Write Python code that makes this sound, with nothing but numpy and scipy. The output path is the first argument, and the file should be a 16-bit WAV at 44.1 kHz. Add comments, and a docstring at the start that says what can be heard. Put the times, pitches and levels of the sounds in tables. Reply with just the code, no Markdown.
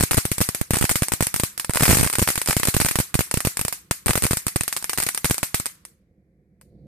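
"""A string of small firecrackers goes off over a lawn at night, some metres from two microphone ports.
Each bang is a shock pulse with port ringing and rasp, then a ground echo and returns off hard surfaces.
Bushes and far walls answer in shaped noise; overloaded capsules add low damped thumps.
A low rumble and faint night air lie underneath; after the last pop an airy rustle sets in and the rumble swells."""
import sys
import numpy as np
from scipy import signal
from scipy.fft import rfft, irfft, next_fast_len
from scipy.io import wavfile
from scipy.ndimage import uniform_filter1d, map_coordinates

SR = 44100
rng = np.random.default_rng(int(sys.argv[2]) if len(sys.argv) > 2 else 0)


def wrap_up_sound(samples):
    """Save the sound to the file named by the first command line argument, as 16-bit audio."""
    columns = np.atleast_2d(samples).T
    # keep every value between -1 and 1, then stretch to whole-number steps
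    tamed = np.clip(columns, -1, 1)
    steps = np.round(tamed * 32767).astype(np.int16)
    wavfile.write(sys.argv[1], SR, steps)


N = 302946


def amp(db):
    """Decibels to amplitude gain."""
    return 10 ** (np.asarray(db) / 20)


def unit(x):
    """Scale x to rms 1."""
    return x / np.sqrt(np.mean(x ** 2) + 1e-20)


def along(points, hz):
    """Interpolate (hz, value) points on a log frequency axis."""
    point_hz, value = np.transpose(points)
    return np.interp(np.log(hz + 1), np.log(point_hz + 1), value)


def filtered(x, response):
    """Multiply the spectrum of x by response(hz), zero-padded."""
    size = next_fast_len(x.shape[-1] + 8192)
    spectrum = rfft(x, size) * response(np.fft.rfftfreq(size, 1 / SR))
    return irfft(spectrum, size)[..., :x.shape[-1]]


# Spectral difference of the ports: hz, left_over_right_db
PORT_LEAN = [(300, -1.5), (2400, 0.5), (4400, -10.5), (8100, 3.5), (15000, 0.7)]


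def hiss(spectrum, size):
    """Shaped noise of rms 1, independent in the two ports and leaning as they do."""
    def response(hz):
        lean_db = np.outer([.5, -.5], along(PORT_LEAN, hz))
        return amp(along(spectrum, hz) + lean_db)
    return unit(filtered(rng.standard_normal((2, size)), response))


def clumped(x, depth_db=2.5):
    """Random gain patches over time and frequency, shared by both ports."""
    z = signal.stft(x, nperseg=256)[2]
    field = rng.standard_normal(z.shape[1:])
    field = uniform_filter1d(uniform_filter1d(field, 5, 0), 5, 1)
    patchy = z * amp(depth_db * unit(field))
    return unit(signal.istft(patchy, nperseg=256)[1][:, :N])


def wander(step):
    """Smooth random curve with one knot every step samples."""
    return map_coordinates(rng.standard_normal(N // step + 4), [np.arange(N) / step])


def strikes(times_s, sizes):
    """One impulse per event."""
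    return np.bincount(np.round(times_s * SR).astype(int), sizes, N)[:N]


def shock(t, tau_s, rise_s):
    """Blast pressure: a steep jump, then suction below rest."""
    u = np.maximum(t, 0) / tau_s
    jump = 1 - np.exp(-np.maximum(t, 0) / rise_s)
    return (1 - u) * np.exp(-u * u / 2.455) * jump


# Resonances, one list per port: mode_hz, level_db, t60_s (before detuning and ring gain)
PORT_MODES = [
    [(8600, -0.1, .0028), (12200, -16, 0.0013)],
    [(5200, -6, 0.0019), (8840, 4, 0.0016)],
]


def cavity(t, detune):
    """Air in each microphone port rings in decaying modes when a shock front passes."""
    ring = []
    for modes in PORT_MODES:
        ring.append(sum(amp(db - 60 * t / t60_s) * np.sin(2 * np.pi * hz * detune * t)
                        for hz, db, t60_s in modes))
    return np.array(ring) * (1 - np.exp(-t / .0001))


# Firecracker bangs: start_s, charge_db, height_m, jolt_left, jolt_right (jolts signed, relative)
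BANGS = [(0.001, -27.5, 0.9, 0.095, 0.12), (0.0086, -25.5, 1.2, -0.42, -0.43),
         (0.0272, -24.5, 1.5, -0.091, -0.13), (0.0359, -25.5, 1.5, 0.24, 0.71),
         (0.1105, -22.0, 1.7, 0.3, -0.22), (0.116, -24, 1.2, -0.19, -0.025), (0.1327, -27.0, 0.7, 0.0, 0.0),
         (0.144, -29.0, 2.0, -0.23, -0.19), (0.1703, -27.5, 1.0, -0.097, -0.068),
         (0.1733, -32, 2.2, 0.1, -0.038), (0.1769, -26.5, 1.6, -0.8, -0.1),
         (0.1825, -21.5, 1.1, 0.42, 0.28), (0.253, -25, 0.8, -0.22, -0.28), (0.3162, -24, 1.4, 0.32, 0.27),
         (0.3822, -29, 0.9, -0.095, 0.011), (0.4051, -32.5, 1.2, -0.34, -0.29),
         (0.4122, -25.5, 2.3, 0.32, 0.18), (0.4148, -18.5, 2.8, -0.026, -0.45),
         (0.4892, -28.5, 1.1, 0.27, 0.12), (0.548, -26.5, 0.7, -0.06, 0.0),
         (0.6133, -32.5, 1.8, 0.19, -0.61), (0.7076, -25, 0.8, 0.47, 0.52),
         (0.7349, -30.5, 1.7, -0.46, -0.14), (0.742, -26.5, 1.6, 0.29, -0.12), (0.7544, -35, 1.7, 0.0, 0.0),
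         (0.7591, -30.5, 1.4, 0.0, 0.0), (0.7688, -26.5, 1.9, 0.12, 0.28), (0.7863, -29.5, 1.1, 0.0, 0.0),
         (0.8115, -27, 1.0, 0.077, -0.49), (0.8249, -26.5, 1.6, -0.33, 0.44),
         (0.8414, -27, 1.2, 0.29, 0.52), (0.8522, -27, 1.1, 0.0, 0.0), (0.893, -24, 1.1, 0.07, -0.06),
         (0.8996, -24.5, 2.7, -0.069, -0.15), (0.9115, -31.5, 0.9, -0.12, -0.014),
         (0.914, -24.5, 2.6, 0.32, -0.12), (0.9567, -20, 2.4, 0.1, 0.28), (1.0214, -27, 1.7, -0.43, -0.64),
         (1.0326, -26.5, 1.7, 0.0, 0.0), (1.0844, -33, 0.9, 0.0, 0.0), (1.12, -23.5, 1.6, 0.22, -0.04),
         (1.1365, -30, 1.0, -0.33, 0.072), (1.2072, -26.0, 2.2, 0.28, 0.45),
         (1.2249, -20, 0.7, -0.089, -0.4), (1.2687, -28.5, 1.6, -0.095, -0.051),
         (1.3418, -27.5, 1.7, 0.25, -0.25), (1.3617, -27, 1.1, -0.099, 0.0), (1.3984, -27, 1.5, 0.11, 0.21),
         (1.4353, -22, 1.2, 0.28, 0.36), (1.5777, -33, 1.3, 0.0, 0.0), (1.5975, -28.5, 1.5, 0.0, 0.0),
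         (1.6466, -36, 2.0, 0.0, 0.0), (1.6953, -35, 2.1, -0.15, -0.5), (1.707, -36, 2.6, 0.0, 0.0),
         (1.7358, -31, 1.2, 0.0, 0.0), (1.748, -30.5, 2.0, 0.0, 0.0), (1.7576, -26, 2.2, -0.1, 0.29),
         (1.7711, -24.0, 1.7, 0.0, 0.0), (1.7973, -27.5, 1.9, 0.01, 0.0098), (1.8075, -25, 1.7, 0.29, 0.32),
         (1.8222, -24, 1.7, -0.22, -0.1), (1.825, -23.5, 2.0, 0.37, 0.44),
         (1.8321, -21.5, 1.9, 0.49, 0.047), (1.835, -17.5, 0.8, -0.15, 0.026),
         (1.8533, -18, 1.7, -0.11, 0.11), (1.8618, -23, 1.8, 0.0, 0.0), (1.88, -20.5, 1.8, 0.11, 0.51),
         (1.892, -24.5, 1.9, -0.51, -0.83), (1.899, -18.5, 0.9, 0.3, 0.76), (1.9074, -19, 0.8, 0.0, -0.51),
         (1.911, -20, 2.3, 0.26, 0.44), (1.914, -23, 1.6, 0.028, 0.17), (1.9263, -22.5, 1.7, 0.35, 0.0),
         (1.9314, -22.5, 2.9, -0.37, -0.76), (1.9469, -21, 1.8, -0.13, -0.08),
         (1.9532, -27.5, 1.4, -0.36, 0.0), (1.9708, -20.5, 2.8, 0.21, 0.43),
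         (1.9857, -27.5, 1.1, -0.11, -0.19), (1.995, -25, 1.3, -0.07, -0.34), (2.0001, -29, 0.7, 0.1, 0.49),
         (2.0105, -24.5, 2.1, 0.16, -0.6), (2.03, -27.5, 2.5, -0.54, -0.054),
         (2.0344, -26.5, 0.7, -0.26, 0.25), (2.045, -29.5, 1.8, 0.0, 0.0),
         (2.051, -31.5, 1.2, -0.04, -0.25), (2.0634, -30.5, 2.3, -0.11, -0.36),
         (2.0733, -28.5, 1.6, 0.0, 0.0), (2.0999, -30.5, 0.9, 0.0, 0.0), (2.1287, -30.5, 0.7, 0.0, 0.0),
         (2.1362, -29.5, 2.0, 0.0, 0.0), (2.1541, -27.0, 1.8, 0.0, 0.0), (2.1846, -26.5, 1.0, 0.15, 0.4),
         (2.1934, -21, 1.4, 0.22, 0.2), (2.2177, -27, 1.8, 0.34, 0.4), (2.2249, -22, 2.0, -0.4, -0.5),
         (2.2743, -21.5, 1.9, 0.071, 0.037), (2.2878, -20.5, 1.0, 0.23, 0.043),
         (2.3028, -21.5, 0.7, -0.045, -0.073), (2.3564, -30.5, 1.1, 0.019, 0.0),
         (2.3777, -24.5, 2.0, -0.19, -0.08), (2.4161, -28, 1.8, 0.0, 0.0), (2.4602, -32.5, 2.0, 0.0, 0.0),
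         (2.4746, -23.5, 1.9, 0.0, 0.0), (2.4867, -23, 1.2, 0.17, 0.25), (2.497, -26, 1.6, -0.18, -0.37),
         (2.5083, -24.0, 2.2, 0.0, 0.0), (2.5287, -27.5, 2.0, 0.0, 0.0), (2.5667, -20.5, 1.0, 0.46, 0.46),
         (2.5986, -29.5, 1.1, -0.15, -0.051), (2.6323, -25.0, 1.2, 0.17, -0.19),
         (2.6531, -28.0, 2.0, -0.051, -0.051), (2.6727, -27.0, 2.0, -0.13, 0.09),
         (2.6847, -20.5, 1.8, 0.36, 0.51), (2.7414, -26.5, 2.2, 0.0, 0.0), (2.7463, -28.0, 1.9, -0.2, -0.3),
         (2.7662, -23.5, 0.8, 0.0, 0.6), (2.8012, -20.5, 2.1, 0.11, 0.36), (2.8135, -24.5, 2.1, 0.0, 0.0),
         (2.818, -27.5, 1.5, 0.14, -0.41), (2.848, -29.5, 2.0, -0.3, -0.26), (2.8573, -26, 1.7, 0.092, 0.0),
         (2.8628, -26, 0.9, 0.2, -0.13), (2.8859, -24.5, 1.8, 0.0, 0.0), (2.9115, -25.5, 1.2, 0.2, -0.16),
         (2.9566, -23, 1.2, -0.022, 0.28), (2.9876, -23.5, 1.3, -0.2, -0.42),
         (3.001, -23.5, 2.7, 0.23, 0.46), (3.1426, -24.5, 1.9, 0.057, -0.34),
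         (3.1533, -29, 2.1, 0.13, 0.72), (3.1912, -22.5, 0.7, -0.23, -0.59),
         (3.2072, -25.5, 1.0, 0.34, -0.026), (3.3127, -30.5, 1.9, 0.0, 0.0),
         (3.341, -25.5, 0.8, -0.033, 0.48), (3.3729, -29.5, 2.1, -0.18, -0.43),
         (3.4047, -30, 1.4, 0.0, 0.0), (3.4498, -23, 2.4, -0.12, -0.42), (3.4714, -24.5, 1.1, 0.46, 0.33),
         (3.5711, -30, 1.0, 0.0, 0.0), (3.593, -29.5, 1.3, -0.14, 0.0), (3.6125, -29.5, 1.7, -0.12, -0.1),
         (3.6502, -30, 1.6, -0.12, -0.17), (3.682, -29.5, 0.9, 0.0, 0.0), (3.7258, -28.5, 0.7, 0.0, 0.0),
         (3.911, -23.5, 2.2, 0.22, 0.24), (4.0606, -32, 1.4, 0.35, -0.14), (4.0666, -30, 1.7, -0.35, 0.022),
         (4.082, -24, 2.2, 0.0, 0.0), (4.0933, -28.5, 1.0, 0.29, 0.4), (4.1003, -32, 0.7, -0.2, -0.4),
         (4.1072, -26.5, 1.9, -0.37, -0.061), (4.1329, -30, 2.0, 0.0, 0.0),
         (4.1551, -22.5, 1.1, 0.26, 0.23), (4.1724, -34.5, 2.5, 0.038, -0.032),
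         (4.177, -26.5, 0.7, 0.18, 0.15), (4.223, -30, 1.1, -0.13, 0.24),
         (4.2332, -31.5, 0.8, -0.0015, 0.087), (4.2387, -26.5, 1.0, 0.0, -0.26),
         (4.2458, -28.5, 0.7, 0.0, 0.0), (4.2526, -27, 1.0, 0.27, 0.48), (4.2666, -28, 0.9, 0.0, 0.0),
         (4.3094, -25.0, 0.9, -0.35, -0.49), (4.3198, -34, 1.6, 0.0, 0.0), (4.3327, -27.5, 1.2, 0.29, 0.18),
         (4.3709, -26.5, 1.1, -0.087, -0.042), (4.467, -28.5, 1.0, -0.039, -0.35),
         (4.4821, -29.5, 0.9, 0.0, 0.0), (4.5597, -26.5, 1.95, 0.16, 0.52),
         (4.5642, -31.5, 1.7, 0.0, -0.08), (4.6091, -28, 1.25, 0.024, -0.35), (4.6349, -35, 0.9, 0.0, 0.0),
         (4.6794, -27.0, 0.7, 0.0, 0.0), (4.7267, -27.5, 1.0, 0.0, 0.0), (4.7653, -27.5, 0.9, 0.0, 0.0),
         (4.771, -34.5, 1.6, 0.0031, 0.0), (4.826, -42, 1.1, 0.0, 0.0), (4.8429, -31.5, 0.7, 0.0, 0.0),
         (4.8955, -26.0, 0.9, 0.0, 0.0), (4.9328, -31, 2.2, 0.0, 0.0), (4.9758, -26.5, 0.9, 0.0, 0.0),
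         (4.9843, -26, 1.6, 0.17, 0.039), (5.0017, -25.5, 1.2, -0.04, 0.0), (5.0227, -35, 2.2, 0.0, 0.0),
         (5.0277, -32, 2.2, 0.0, 0.0), (5.036, -31, 0.9, 0.0, 0.0), (5.0653, -25.5, 2.3, -0.11, -0.08),
         (5.088, -27.0, 2.3, 0.0, 0.0), (5.1477, -31, 0.7, 0.0, 0.0), (5.176, -31.5, 2.1, 0.0, 0.0),
         (5.2449, -20.5, 1.5, 0.21, 0.27), (5.2545, -25.0, 1.7, -0.19, -0.2),
         (5.2617, -38.5, 1.7, 0.0, 0.0), (5.2983, -31, 0.7, -0.13, -0.017),
         (5.3098, -22.0, 2.0, 0.38, 0.43), (5.3442, -32, 0.7, 0.0, 0.0), (5.3813, -33.5, 2.1, 0.0, 0.0),
         (5.4304, -22.5, 2.1, -0.039, 0.26), (5.5437, -19.5, 1.9, 0.063, 0.28),
         (5.5993, -32, 0.9, -0.015, -0.14), (5.6579, -31.0, 0.7, 0.0, 0.0), (5.6647, -35, 0.9, 0.0, 0.0),
         (5.8516, -45.5, 0.9, 0.0, 0.0), (6.6125, -60.5, 1.7, 0.0, 0.0), (6.619, -66, 2.6, 0.0, 0.0)]
# Overload rasp spectrum: hz, gain_db
RASP_SPECTRUM = [(500, 1.5), (2000, -9), (3200, -27.5), (6500, -21.5), (8600, 6.5), (11000, -17.5),
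                 (14300, -6), (16000, -5.5)]
# Ground echo, before scatter: height_m, echo_db
GROUND_ECHO = [(.7, -5), (1.7, 5), (2.9, 0)]
# Shock peak over charge, before scatter and fold loss: height_m, crack_db
CRACK_LEVEL = [(.7, 20), (1.4, 20), (2.1, 21), (2.9, 16.5)]
MIC_HEIGHT_M, DISTANCE_M, SOUND_M_S = 1.5, 7.5, 343
GROUND_SPREAD_DB, CRACK_SPREAD_DB, FRONT_SPREAD_DB = 2.5, 2, 1.1
FRONT_DB, FRONT_TOP_DB = 23, -6.5  # ringing over the charge; its ceiling before scatter
CLEAN_DB, FOLD_LOSS_DB = 2.5, 2  # sharper front without overload; peak lost at full overload
ECHO_RING = .4  # ringing stirred again by the ground echo


def blasts():
    """Direct shock, port ringing and duller ground echo; overload folds the front over and adds rasp."""
    out = np.zeros((2, N + SR))
    t = np.arange(SR // 50) / SR
    noise = hiss(RASP_SPECTRUM, N + SR)
    chance = rng.standard_normal((len(BANGS), 5))
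    for (start_s, charge_db, height_m, left, right), (size, tune, edge, soil, snap) in zip(BANGS, chance):
        length = np.exp(0.15 * size)
        overload = min(1, max(abs(left), abs(right)) / 0.18)

        echo_db = np.interp(height_m, *np.transpose(GROUND_ECHO)) + GROUND_SPREAD_DB * soil
        late = t - 2 * height_m * MIC_HEIGHT_M / DISTANCE_M / SOUND_M_S
        front = (1 - 2 * overload) * shock(t, 0.00018 * length, .00003)
        ground = amp(echo_db) * shock(late, 0.00015 * length, .00008)
        crack_db = charge_db + np.interp(height_m, *np.transpose(CRACK_LEVEL))
        crack_db = crack_db + CRACK_SPREAD_DB * snap - FOLD_LOSS_DB * overload
        crack = amp(crack_db + np.array([[-1.5], [1.5]])) * (front + ground)

        front_db = min(charge_db + FRONT_DB + CLEAN_DB * (1 - overload), FRONT_TOP_DB)
        front_db = front_db + FRONT_SPREAD_DB * edge
        i = round(start_s * SR)
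        burst = np.exp(-(t / 0.00085) ** 2.3) + 0.45 * (late > 0) * np.exp(-np.abs(late) / 0.0029)
        rasp = (0.21 + 0.33 * overload) * burst * noise[:, i:i + len(t)]
        ring = (1.6 - .3 * overload) * cavity(t, 1 + 0.011 * tune)
        ring = ring + ECHO_RING * amp(echo_db) * cavity(np.maximum(late, 0), 0.97)
        out[:, i:i + len(t)] += crack + amp(front_db) * (ring + rasp)
    return np.array([out[0, 2:N + 2], out[1, :N]])  # left port is a little nearer


def jolts():
    """An overloaded capsule is thrown off rest either way and swings back, heavily damped."""
    rows = np.array(BANGS)
    t = np.arange(SR // 20) / SR
    swing_hz, delay_s = 100, .0003
    swing = 1.093 * np.cos(2 * np.pi * swing_hz * t) * np.exp(-t / 0.0031)
    swing = (swing + 0.56 * np.exp(-t / 0.0011)) * (1 - np.exp(-t / 0.00031))
    kicks = np.array([strikes(rows[:, 0] + delay_s, rows[:, column]) for column in (3, 4)])
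    return signal.fftconvolve(kicks, swing[None], axes=1)[:, :N]


def dying(t60_s, delay_s):
    """Amplitude of the decaying energy that all bangs leave in one echo field."""
    rows = np.array(BANGS)
    energy = strikes(rows[:, 0] + delay_s, amp(2 * rows[:, 1]))
    return np.sqrt(signal.lfilter([1], [1, -amp(-120 / (t60_s * SR))], energy))


# Near branch slaps: hz, gain_db
TWIG_SPECTRUM = [(400, -30), (800, -8.5), (2500, 0), (3300, -9), (8500, -2.25), (12000, -1), (14600, -2),
                 (15500, -25)]
# Hedge scatter through the ports: hz, gain_db
HEDGE_SPECTRUM = [(180, -54), (300, -10), (517, -19), (620, -14.5), (720, -9.5), (922, -12.5), (2170, -1),
                  (3180, -9.5), (8700, 2.5), (14000, -1), (14800, -14.5), (15500, -56.5)]
# Far wall tail: hz, gain_db
WALL_SPECTRUM = [(500, -25), (1100, 4), (2200, -0.3), (3200, -4.5), (8000, -11), (14500, -24), (15000, -59)]


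def echoes():
    """Near branches answer in spiky slaps, the hedge in a hiss, far walls in a long dull tail."""
    slaps = unit(amp(2.1 * wander(60)))
    loud = amp(9.0) * dying(0.042, 0.00017)
    loud = loud / np.sqrt(1 + (loud / 0.13) ** 2)  # capsules squash the strongest slaps
    near = loud * slaps * clumped(hiss(TWIG_SPECTRUM, N))
    hedge = amp(-3.0) * dying(0.25, 0.0047) * clumped(hiss(HEDGE_SPECTRUM, N))
    walls = amp(-27.5) * dying(0.68, .01) * hiss(WALL_SPECTRUM, N)
    return near + hedge + walls


# Hard surfaces returning each blast: delay_s, level_db
FENCES = [(0.0133, -23), (0.0234, -34.5)]


def fence_returns(direct):
    """Hard surfaces return delayed, weaker blasts from the far side, so the ports swap."""
    out = np.zeros((2, N))
    for delay_s, level_db in FENCES:
        delayed = np.pad(direct, ((0, 0), (round(delay_s * SR), 0)))[:, :N]
        out += amp(level_db) * delayed[::-1]
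    return out


# Hum-like rumble bands: hz, gain_db
RUMBLE_SPECTRUM = [(20, -24.5), (70, 1), (100, -7), (160, -0.5), (205, -2), (250, -14.5), (320, -8.5),
                   (410, -17), (520, -13), (610, -27.5), (700, -24), (850, -43), (1500, -66)]
# Rumble level before lumps and port gains, swelling at the end: time_s, level_db
RUMBLE_LEVEL = [(0, -60.5), (5.8, -62.5), (6.58, -61.5), (6.72, -51), (6.87, -48.5)]


def rumble():
    """A low uneven drone of filtered noise, nearly the same at both ports."""
    time_s, level_db = np.transpose(RUMBLE_LEVEL)
    mid, side = hiss(RUMBLE_SPECTRUM, N)
    lumps_db = 1.2 * wander(1500)
    level = amp(np.interp(np.arange(N) / SR, time_s, level_db) + lumps_db)
    return level * np.array([1.1 * mid + .12 * side, 1.46 * mid - .12 * side])


# Faint night air: hz, gain_db
NIGHT_SPECTRUM = [(470, -28), (800, 0), (1230, -6), (1930, 3.5), (2320, 3), (2760, -16.5), (15500, -15.5)]


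def night_air():
    """Faint steady noise of the night air."""
    return amp(-83) * hiss(NIGHT_SPECTRUM, N)


# Airy rustle: hz, gain_db
RUSTLE_SPECTRUM = [(2500, -25), (3600, -4), (4400, 0), (5400, -10), (8000, -25)]
RUSTLE_START_S, RUSTLE_RISE_S, RUSTLE_DB = 6.62, .04, -86


def rustle():
    """Faint clumpy band noise sets in after the last pop and stays."""
    rise = np.clip((np.arange(N) / SR - RUSTLE_START_S) / RUSTLE_RISE_S, 0, 1)
    return amp(RUSTLE_DB) * rise * clumped(hiss(RUSTLE_SPECTRUM, N))


def scene():
    """Sum the blasts with their jolts and echoes, the rumble, night air and late rustle."""
    direct = blasts()
    bangs = direct + fence_returns(direct) + jolts() + echoes()
    return bangs + rumble() + night_air() + rustle()


# Converter roll-off: hz, gain_db
ROLL_OFF = [(14500, -0.11), (14900, -19), (16000, -28.5)]
TOP_HZ = 15800


def record(dry):
    """Soft saturation towards full scale, then the converter's roll-off and band limit."""
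    soft = dry / (1 + np.abs(dry) ** 4) ** (1 / 4)
    return filtered(soft, lambda hz: amp(along(ROLL_OFF, hz)) * (hz < TOP_HZ))


dry = scene()
out = record(dry)
wrap_up_sound(out)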